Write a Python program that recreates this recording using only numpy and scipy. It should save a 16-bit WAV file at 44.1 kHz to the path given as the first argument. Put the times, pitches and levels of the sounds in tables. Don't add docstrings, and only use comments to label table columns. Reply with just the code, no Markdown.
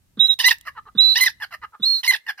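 import sys
import numpy as np
from scipy import signal
from scipy.fft import rfft, irfft
from scipy.io import wavfile
from scipy.ndimage import uniform_filter1d, map_coordinates

SR = 44100
rng = np.random.default_rng(int(sys.argv[2]) if len(sys.argv) > 2 else 0)


def ratio_of_db(decibels):
    return 10 ** (np.asarray(decibels, float) / 20)


def inscribe(sig):
    pcm = np.round(np.clip(np.atleast_2d(sig).T, -1, 1) * 32767)
    wavfile.write(sys.argv[1], SR, pcm.astype(np.int16))


N = 105840
T = np.arange(N) / SR


def at_hz(points, hz):
    p = np.array(points, float)
    return np.interp(np.log(hz + 1), np.log(p[:, 0] + 1), p[:, 1])


def rms_one(x):
    return x / np.sqrt(np.mean(x ** 2) + 1e-20)


def colour(x, points):
    hz = np.arange(N // 2 + 1) * SR / N
    return irfft(rfft(x) * ratio_of_db(at_hz(points, hz)), N)


def drift(rate_hz):
    r = np.exp(-2 * np.pi * rate_hz / SR)
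    noise = rng.standard_normal(N + SR)
    return rms_one(signal.lfilter([1], [1, -2 * r, r * r], noise)[SR:])


def resonance(x, hz, width_hz):
    r = np.exp(-np.pi * width_hz / SR)
    poles = [1, -2 * r * np.cos(2 * np.pi * hz / SR), r * r]
    return signal.lfilter([(1 - r * r) / 2, 0, (r * r - 1) / 2], poles, x + 1e-18)


def gate(start, length, attack, release):
    ramp = np.minimum((T - start) / attack, (start + length - T) / release)
    return np.sin(np.pi / 2 * np.clip(ramp, 0, 1)) ** 2


def pulses(rate_hz, jitter, spread_db):
    cycle = np.cumsum(rate_hz * np.exp(jitter * drift(400))) / SR
    click = np.diff(np.floor(cycle), prepend=0) > 0
    return click * ratio_of_db(spread_db * rng.standard_normal(N)) * np.sqrt(SR / rate_hz)


def field():
    # frequency in Hz, level in dB.
    hiss_colour = [(300, 7), (500, 6), (1200, 3), (3000, 0.5), (8000, -0.5), (15500, -1.5)]
    return ratio_of_db(-68.5) * rms_one(colour(rng.standard_normal((2, N)), hiss_colour))


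def wind():
    # time in seconds, level in dB.
    wind_level = [
        (0, -65),
        (.3, -65.5),
        (.75, -62.5),
        (1.2, -64.5),
        (1.55, -64.5),
        (1.63, -58.5),
        (1.75, -79.5),
        (2.4, -91.5),
    ]
    # frequency in Hz, level in dB.
    wind_colour = [(15, -33.5), (30, -5), (80, 1.5), (130, -4.5), (310, -18.5), (450, -36), (900, -49),
                   (16000, -65.5)]
    alike, patchy_db = 0.7, 1.5
    mid, side = colour(rng.standard_normal((2, N)), wind_colour)
    pair = rms_one(np.sqrt(1 + alike) * mid + np.sqrt(1 - alike) * side * [[1], [-1]])
    level_db = np.interp(T, *np.transpose(wind_level)) + 2.5
    return pair * ratio_of_db(level_db + patchy_db * drift(2.7))


def gulps():
    # start in seconds, level in dB.
    gulp_events = [
        (.171, -34.5),
        (0.949, -35),
        (1.796, -41),
    ]
    length_s, start_hz, sag = 0.027, 286, 0.62
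    out, ring = np.zeros(N), np.zeros(N)
    for hz, width, outer_width, db in [(1320, 400, 550, -17.5), (3660, 500, 600, -20.5)]:
        narrow = resonance(rng.standard_normal(N), hz, width)
        ring += ratio_of_db(db) * rms_one(resonance(narrow, hz, outer_width))
    for s, db in gulp_events:
        t = T - s
        phase = 2 * np.pi * start_hz * t * (1 - sag * t / length_s / 2)
        tone = np.sin(phase) + ratio_of_db(-14.5) * np.sin(2 * phase)
        out += ratio_of_db(db) * gate(s, length_s, 0.0036, 0.0085) * (tone + ring)
    return out


def whistles():
    # time in seconds, pitch in Hz, level in dB.
    whistle_paths = [
        [(.189, 3350, -51), (.194, 3427, -29.5), (.198, 3695, -17.5), (.206, 3762, -10), (.218, 3859, -14.5),
         (.254, 3877, -16), (.31, 3801, -14), (.34, 3815, -25.5), (.349, 3890, -55.5)],
        [(.973, 3477, -50.5), (.977, 3600, -30.5), (.988, 3800, -12), (1.01, 3926, -12), (1.03, 3980, -15.5),
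         (1.06, 3974, -14.5), (1.12, 3968, -16.5), (1.14, 3897, -23), (1.157, 3730, -52.5)],
        [(1.819, 3400, -50.5), (1.824, 3440, -35), (1.833, 3850, -16.5), (1.846, 3948, -16),
         (1.851, 4063, -25.5), (1.858, 4245, -18.5), (1.93, 4273, -18), (2.0, 4184, -29), (2.018, 4220, -49)],
    ]
    # start in seconds, length in seconds, offset from the whistle in Hz, level in dB.
    second_side = [(0.265, .02, 200.5, -8.5), (1.033, .024, 237, -13), (1.086, .028, 244, -8.5),
                   (1.118, 0.023, 253.5, -11.5), (1.138, .026, 261, 4), (1.842, 0.041, -290, -19),
                   (1.941, 0.021, -290, -8.5), (1.965, 0.034, -290, -10)]
    # time in seconds, half width in seconds, depth in dB.
    falters = [
        (0.278, .014, 13),
    ]
    # frequency in Hz, level in dB.
    breath_colour = [(500, -19.5), (1500, -5.5), (4000, -16), (6500, -1.5), (7500, -15.5), (10000, -4.5),
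                     (14500, -4), (16000, -8)]
    # left over right in dB, octave level in dB, last fade in seconds.
    pans_db = [-3, -3, 0.7]
    octaves_db = [-54.5, -49, -34.5]
    fades_s = [.008, .017, .016]
    breath_lead_s, breath_lag_s, breath_follows = 0.002, 0.02, 0.24
    waver_hz, flutter_db = 6.2, 0.62

    out = np.zeros((2, N))
    breath = ratio_of_db(-44) * rms_one(colour(rng.standard_normal(N), breath_colour))
    falter_db = sum(db * np.exp(-((T - s) / d) ** 2) for s, d, db in falters)
    beat = 1 + ratio_of_db(-23.5) * drift(469)
    for s, d, hz, db in second_side:
        beat = beat + ratio_of_db(db) * gate(s, d, 0.0032, 0.006) * np.exp(2j * np.pi * hz * T)
    for rows, octave_db, pan_db, fade in zip(whistle_paths, octaves_db, pans_db, fades_s):
        s, hz, db = np.transpose(rows)
        pitch = uniform_filter1d(np.interp(T, s, hz), size=200) + waver_hz * drift(50)
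        phase = 2 * np.pi * np.cumsum(pitch) / SR
        level_db = uniform_filter1d(np.interp(T, s, db), size=100)
        tone = ratio_of_db(flutter_db * drift(69) - falter_db) * np.imag(beat * np.exp(1j * phase))
        tone += ratio_of_db(octave_db) * np.sin(2 * phase)
        voiced = np.sqrt(2) * tone * ratio_of_db(level_db) * gate(s[0], s[-2] + fade - s[0], 0.0026, 0.004)
        breathing = gate(s[0] - breath_lead_s, s[-1] - s[0] + breath_lag_s, 0.014, 0.03)
        air = breath * ratio_of_db(breath_follows * (level_db - db.max())) * breathing
        out += (voiced + air) * ratio_of_db([[pan_db / 2], [-pan_db / 2]])
    return out


def rasp():
    # start in seconds, length in seconds, level in dB, pulse rate in Hz.
    stretches = [(0.388, 0.034, -21.5, 934.5), (0.413, 0.036, -23.5, 936.2), (0.446, 0.071, -27, 971.7),
                 (0.479, 0.023, -20.5, 975.2), (0.5, 0.038, -19, 912), (1.147, 0.05, -27.5, 904.5),
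                 (1.176, 0.036, -23.5, 978.5), (1.201, 0.046, -27.5, 1002), (1.237, 0.036, -24.5, 1000),
                 (1.256, 0.058, -28, 865.2), (2.033, 0.053, -23.5, 952), (2.08, 0.045, -38, 1044),
                 (2.11, 0.022, -26, 1014), (2.123, 0.052, -27, 894)]
    # resonance in Hz, width in Hz, level in dB.
    tract = [(1050, 910, -15), (2110, 2100, -1), (2671, 1700, 1), (4060, 2000, -4.5), (5360, 1400, -8.5),
             (10100, 2900, -11.5), (13500, 6600, -14.5)]
    jitter, spread_db, patch_db, hiss_db, trim_db = 0.065, 1.5, 4.0, -13, -2
    rate, swell = np.full(N, 950.), np.zeros(N)
    for s, d, db, hz in stretches:
        rate[T >= s] = hz
        swell += ratio_of_db(db + trim_db) * gate(s, d, 0.0029, 0.45 * d)
    source = pulses(rate, jitter, spread_db) + ratio_of_db(hiss_db) * rng.standard_normal(N)
    throat = np.zeros(N)
    for k, (hz, width, db) in enumerate(tract):
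        band = rms_one(resonance(resonance(source, hz, width), hz, width * 2))
        throat += (-1) ** k * ratio_of_db(db + patch_db * drift(70)) * band
    return swell * rms_one(throat)


def creaks():
    # start in seconds, length in seconds, level in dB, pulse rate in Hz, throat peak in Hz.
    creak_runs = [(0.396, 0.012, -20.5, 972, 2930), (0.406, .012, -17, 985, 3070),
                  (0.43, 0.041, -29, 891, 2880), (0.482, .015, -19.5, 945, 2820),
                  (1.185, 0.011, -19.5, 992, 2930), (1.195, 0.011, -22.5, 1048, 4100),
                  (1.24, 0.018, -23.5, 1023, 4000), (2.031, 0.0088, -26, 1014, 2780),
                  (2.043, 0.014, -23.5, 982, 2950), (2.05, .012, -31.5, 988, 1005),
                  (2.066, 0.025, -41, 1051, 4250), (2.111, .012, -30.5, 996, 988),
                  (2.117, 0.015, -28, 1000, 3014), (2.154, 0.0038, -22, 898.4, 1800),
                  (2.3, 0.012, -36.5, 797.3, 803)]
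    width_hz, skirt_db = 550, -16
    out, wobble = np.zeros(N), np.cumsum(1 + 0.01473 * drift(200))
    for s, d, db, hz, peak_hz in creak_runs:
        skirt = ratio_of_db(skirt_db) * (peak_hz > 2 * hz)
        tone = np.zeros(N)
        for k in range(1, 7):
            gain = np.exp(-((k * hz - peak_hz) / width_hz) ** 2) + skirt
            tone += gain * np.cos(k * (2 * np.pi * hz * wobble / SR + k))
        out += ratio_of_db(db) * gate(s, d, 0.28 * d, 0.61 * d) * tone
    return out


def notes():
    # start in seconds, length in seconds, level in dB, first pitch in Hz, last pitch in Hz.
    voiced_notes = [(0.397, 0.011, -17.5, 1860, 1764), (.441, .044, -10.5, 1798, 2042),
                    (0.507, 0.01294, -8, 1919, 1800), (1.155, .03, -16, 1664, 1976),
                    (1.206, 0.036, -12.5, 2016, 2058), (1.26, 0.026, -12, 2030, 1622),
                    (1.42, .03, -22, 1750, 1448), (2.038, 0.014, -23, 1978, 1915),
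                    (2.075, .038, -10, 2112, 2032), (2.133, .019, -14, 2000, 1640),
                    (2.281, 0.031, -20.5, 1800, 1587)]
    halves_db = [-19.5, 2.5, -11, 1.5, -29.5, -46, -18, -6, -36, -19.5, -18.5]
    tilts_db = [2.4, 0.53, -4.5, 3, 1, -1.5, -4.5, -2, -2.5, -5.5, -7]
    # frequency in Hz, level in dB.
    throat_colour = [(900, -24), (2000, 1), (3000, -14), (4000, -6), (6000, -14), (8000, -24.5),
                     (10200, -9), (14200, -14)]
    bend, wobble_share, break_drop, break_s = 2.5, 0.006, 0.18, 0.0016
    half_fades_hz, half_fade_db_per_hz, half_tilt_db = 1939, 0.5, 0.3
    lock_hz, unlocked_db_per_hz = 2000, 0.37

    out, wobble, noise = np.zeros(N), drift(130), rng.standard_normal(N)
    for (s, d, db, hz0, hz1), half_db, tilt_db in zip(voiced_notes, halves_db, tilts_db):
        part = slice(int(s * SR), int((s + d) * SR))
        u = np.linspace(0, 1, part.stop - part.start)
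        path = 1 - (1 - u) ** bend if hz1 > hz0 else u ** np.sqrt(bend)
        steady = hz0 + (hz1 - hz0) * path
        final_break = break_drop * np.exp((u - 1) * d / break_s)
        hz = steady * (1 + wobble_share * wobble[part] - final_break)
        phase = np.pi * np.cumsum(hz) / SR
        half = ratio_of_db(half_db - half_fade_db_per_hz * np.maximum(steady - half_fades_hz, 0))
        top = ratio_of_db(-unlocked_db_per_hz * np.maximum(lock_hz - steady, 0))
        tone = 0
        for k in range(1, 16):
            gain = ratio_of_db(at_hz(throat_colour, k * hz / 2) + tilt_db * np.log2(max(k, 2) / 2))
            if k % 2:
                gain = gain * half * ratio_of_db(-half_tilt_db * max(k - 5, 0))
            if k > 6:
                gain = gain * top
            tone = tone + gain * np.cos(k * phase)
        out[part] += ratio_of_db(db) * gate(s, d, 0.004, 0.003)[part] * tone * (1 + ratio_of_db(-40) * noise[part])
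    return out


def ticks():
    # time in seconds, peak level in dB.
    snaps = [
        (0.5842, -40),
        (0.6111, -36),
    ]
    burst = sum(ratio_of_db(db) * (T > s) * np.exp(-np.abs(T - s) / 0.002) for s, db in snaps)
    highpass = signal.butter(2, 3000, "high", fs=SR, output="sos")
    return signal.sosfilt(highpass, burst * rng.standard_normal(N))


def clucks():
    # start in seconds, length in seconds, level in dB, pulse rate in Hz.
    cluck_events = [(0.651, .055, -31.5, 609.3), (0.751, .055, -33.5, 451.3), (0.853, .05, -36, 411.5),
                    (.96, .04, -65.5, 408), (1.4, .06, -31, 800), (1.507, .06, -31.5, 656.4),
                    (1.615, .05, -32.5, 430.7), (1.722, 0.049, -40.5, 420), (1.831, 0.032, -61.5, 415),
                    (2.264, 0.064, -31, 804.7), (2.375, .06, -31.5, 707)]
    # resonance in Hz, width in Hz, level in dB, share of brightening.
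    tract = [(420, 370, -19.5, 0.04), (826, 420, -12.5, 0.05), (1120, 317, -1.5, -0.16),
             (1800, 297, -5, 1.48), (2843, 290, -14, 1.2), (4046, 330, -22.5, 0.68),
             (4800, 1200, -24, 2.21), (11800, 2300, -32.5, 3.5)]
    sag, peak_at, foot, trim_db = 0.35, 0.57, 0.25, -1.5
    jitter, spread_db, hiss_db, patch_db = 0.055, 2.0, -12, 3.0
    brighter_db_per_db, rougher_db_per_db = 3.5, 0.8

    rate, swell, force_db = np.full(N, 500.), np.zeros(N), np.zeros(N)
    for s, d, db, hz in cluck_events:
        on = T >= s - 0.005
        sagging = hz * (1 - sag * np.clip((T - s) / d - 0.5, -1, 1))
        rate[on], force_db[on] = sagging[on], db + 33.0
        body = gate(s, d, peak_at * d, (1 - peak_at) * d) ** 1.37
        swell += ratio_of_db(db + trim_db) * (body + foot * gate(s, d + 0.0054, 0.002, 0.083))
    hoarse = ratio_of_db(rougher_db_per_db * np.clip(force_db, -3, 4))
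    source = pulses(rate, jitter * hoarse, spread_db * hoarse)
    source += ratio_of_db(hiss_db) * hoarse * rng.standard_normal(N)
    throat = np.zeros(N)
    for k, (hz, width, db, share) in enumerate(tract):
        level_db = db - 5 + share * brighter_db_per_db * force_db + patch_db * drift(40)
        band = rms_one(resonance(resonance(source, hz, width), hz, width * 2))
        throat += (-1) ** k * ratio_of_db(level_db) * band
    return swell * throat


def cores():
    # start in seconds, length in seconds, level in dB, first pitch in Hz, last pitch in Hz.
    sung_cores = [(0.67, 0.034, -40.5, 1900, 1757), (.772, 0.029, -38.5, 1409, 1136),
                  (0.858, 0.017, -46.5, 1300, 1107), (0.873, 0.027, -46, 1200, 1257),
                  (1.44, 0.013, -46, 799, 759), (1.619, 0.037, -38, 1168, 1317),
                  (1.634, 0.023, -38.5, 1330, 1186), (1.728, 0.0361, -41, 1308, 1185)]
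    out, wobble, flutter = np.zeros(N), 1 + 0.03 * drift(250), ratio_of_db(1.9 * drift(250))
    for s, d, db, hz0, hz1 in sung_cores:
        hz = (hz0 + (hz1 - hz0) * np.clip((T - s) / d, 0, 1)) * wobble
        tone = np.sin(2 * np.pi * np.cumsum(hz) / SR)
        out += ratio_of_db(db + 2) * gate(s, d, 0.35 * d, 0.17 * d) * flutter * tone
    return out


def echo(x):
    early_db, early_t60_s = -9.5, 0.11
    late_db, late_t60_s, late_cut_hz = -35, 0.9, 3000
    t, noise = T[:SR // 2], rng.standard_normal((2, 2, SR // 2))
    dull = signal.lfilter(*signal.butter(1, late_cut_hz, fs=SR), noise[0])
    late = dull * ratio_of_db(late_db - 60 * t / late_t60_s) / np.sqrt(late_t60_s)
    early = noise[1] * ratio_of_db(early_db - 60 * t / early_t60_s) / np.sqrt(early_t60_s)
    response = (late + early) * (t > 0.002) * np.sqrt(6 * np.log(10) / SR)
    return signal.fftconvolve(x[None], response, axes=1)[:, :N]


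def ports(x):
    # frequency in Hz, left over right in dB.
    port_db = [(60, -1), (130, -2), (290, -3.5), (640, -4.5), (1410, 0.5), (3100, -7.5), (6820, -7.5),
               (15000, 0)]
    # frequency in Hz, left lead in radians.
    port_phase = [(0, 0), (4310, 1.29), (5080, 5), (6720, 2), (10500, 9.5), (12200, 9), (13400, 12.5),
                  (16000, 12.5)]
    # time in seconds, right delay in samples.
    walk_lag = [
        (0, -0.59),
        (.5, 0.47),
        (1.5, 0.7),
        (2.4, 1),
    ]
    hz = np.arange(N // 2 + 1) * SR / N
    half = ratio_of_db(at_hz(port_db, hz) / 2) * np.exp(.5j * np.interp(hz, *np.transpose(port_phase)))
    left, right = irfft(rfft(x) * [half, 1 / half], N) * np.minimum(20 * T, 1) ** 2
    moment = np.arange(N) - np.interp(T, *np.transpose(walk_lag))
    return np.array([left, map_coordinates(right, [moment], order=3)])


def scene():
    bird = gulps() + whistles() + rasp() + creaks() + notes() + clucks() + cores()
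    return ports(bird + ticks()) + echo(bird.mean(axis=0)) + wind() + field()


def band_limit(x):
    return signal.sosfilt(signal.butter(12, 16450, fs=SR, output="sos"), x)


def record(dry):
    ceiling, top_hz = 0.97, 15300
    lowpass = signal.butter(8, top_hz, fs=SR, output="sos")
    mix = signal.sosfilt(lowpass, np.clip(dry, -ceiling, ceiling))
    return band_limit(mix)


dry = scene()
out = record(dry)
inscribe(out)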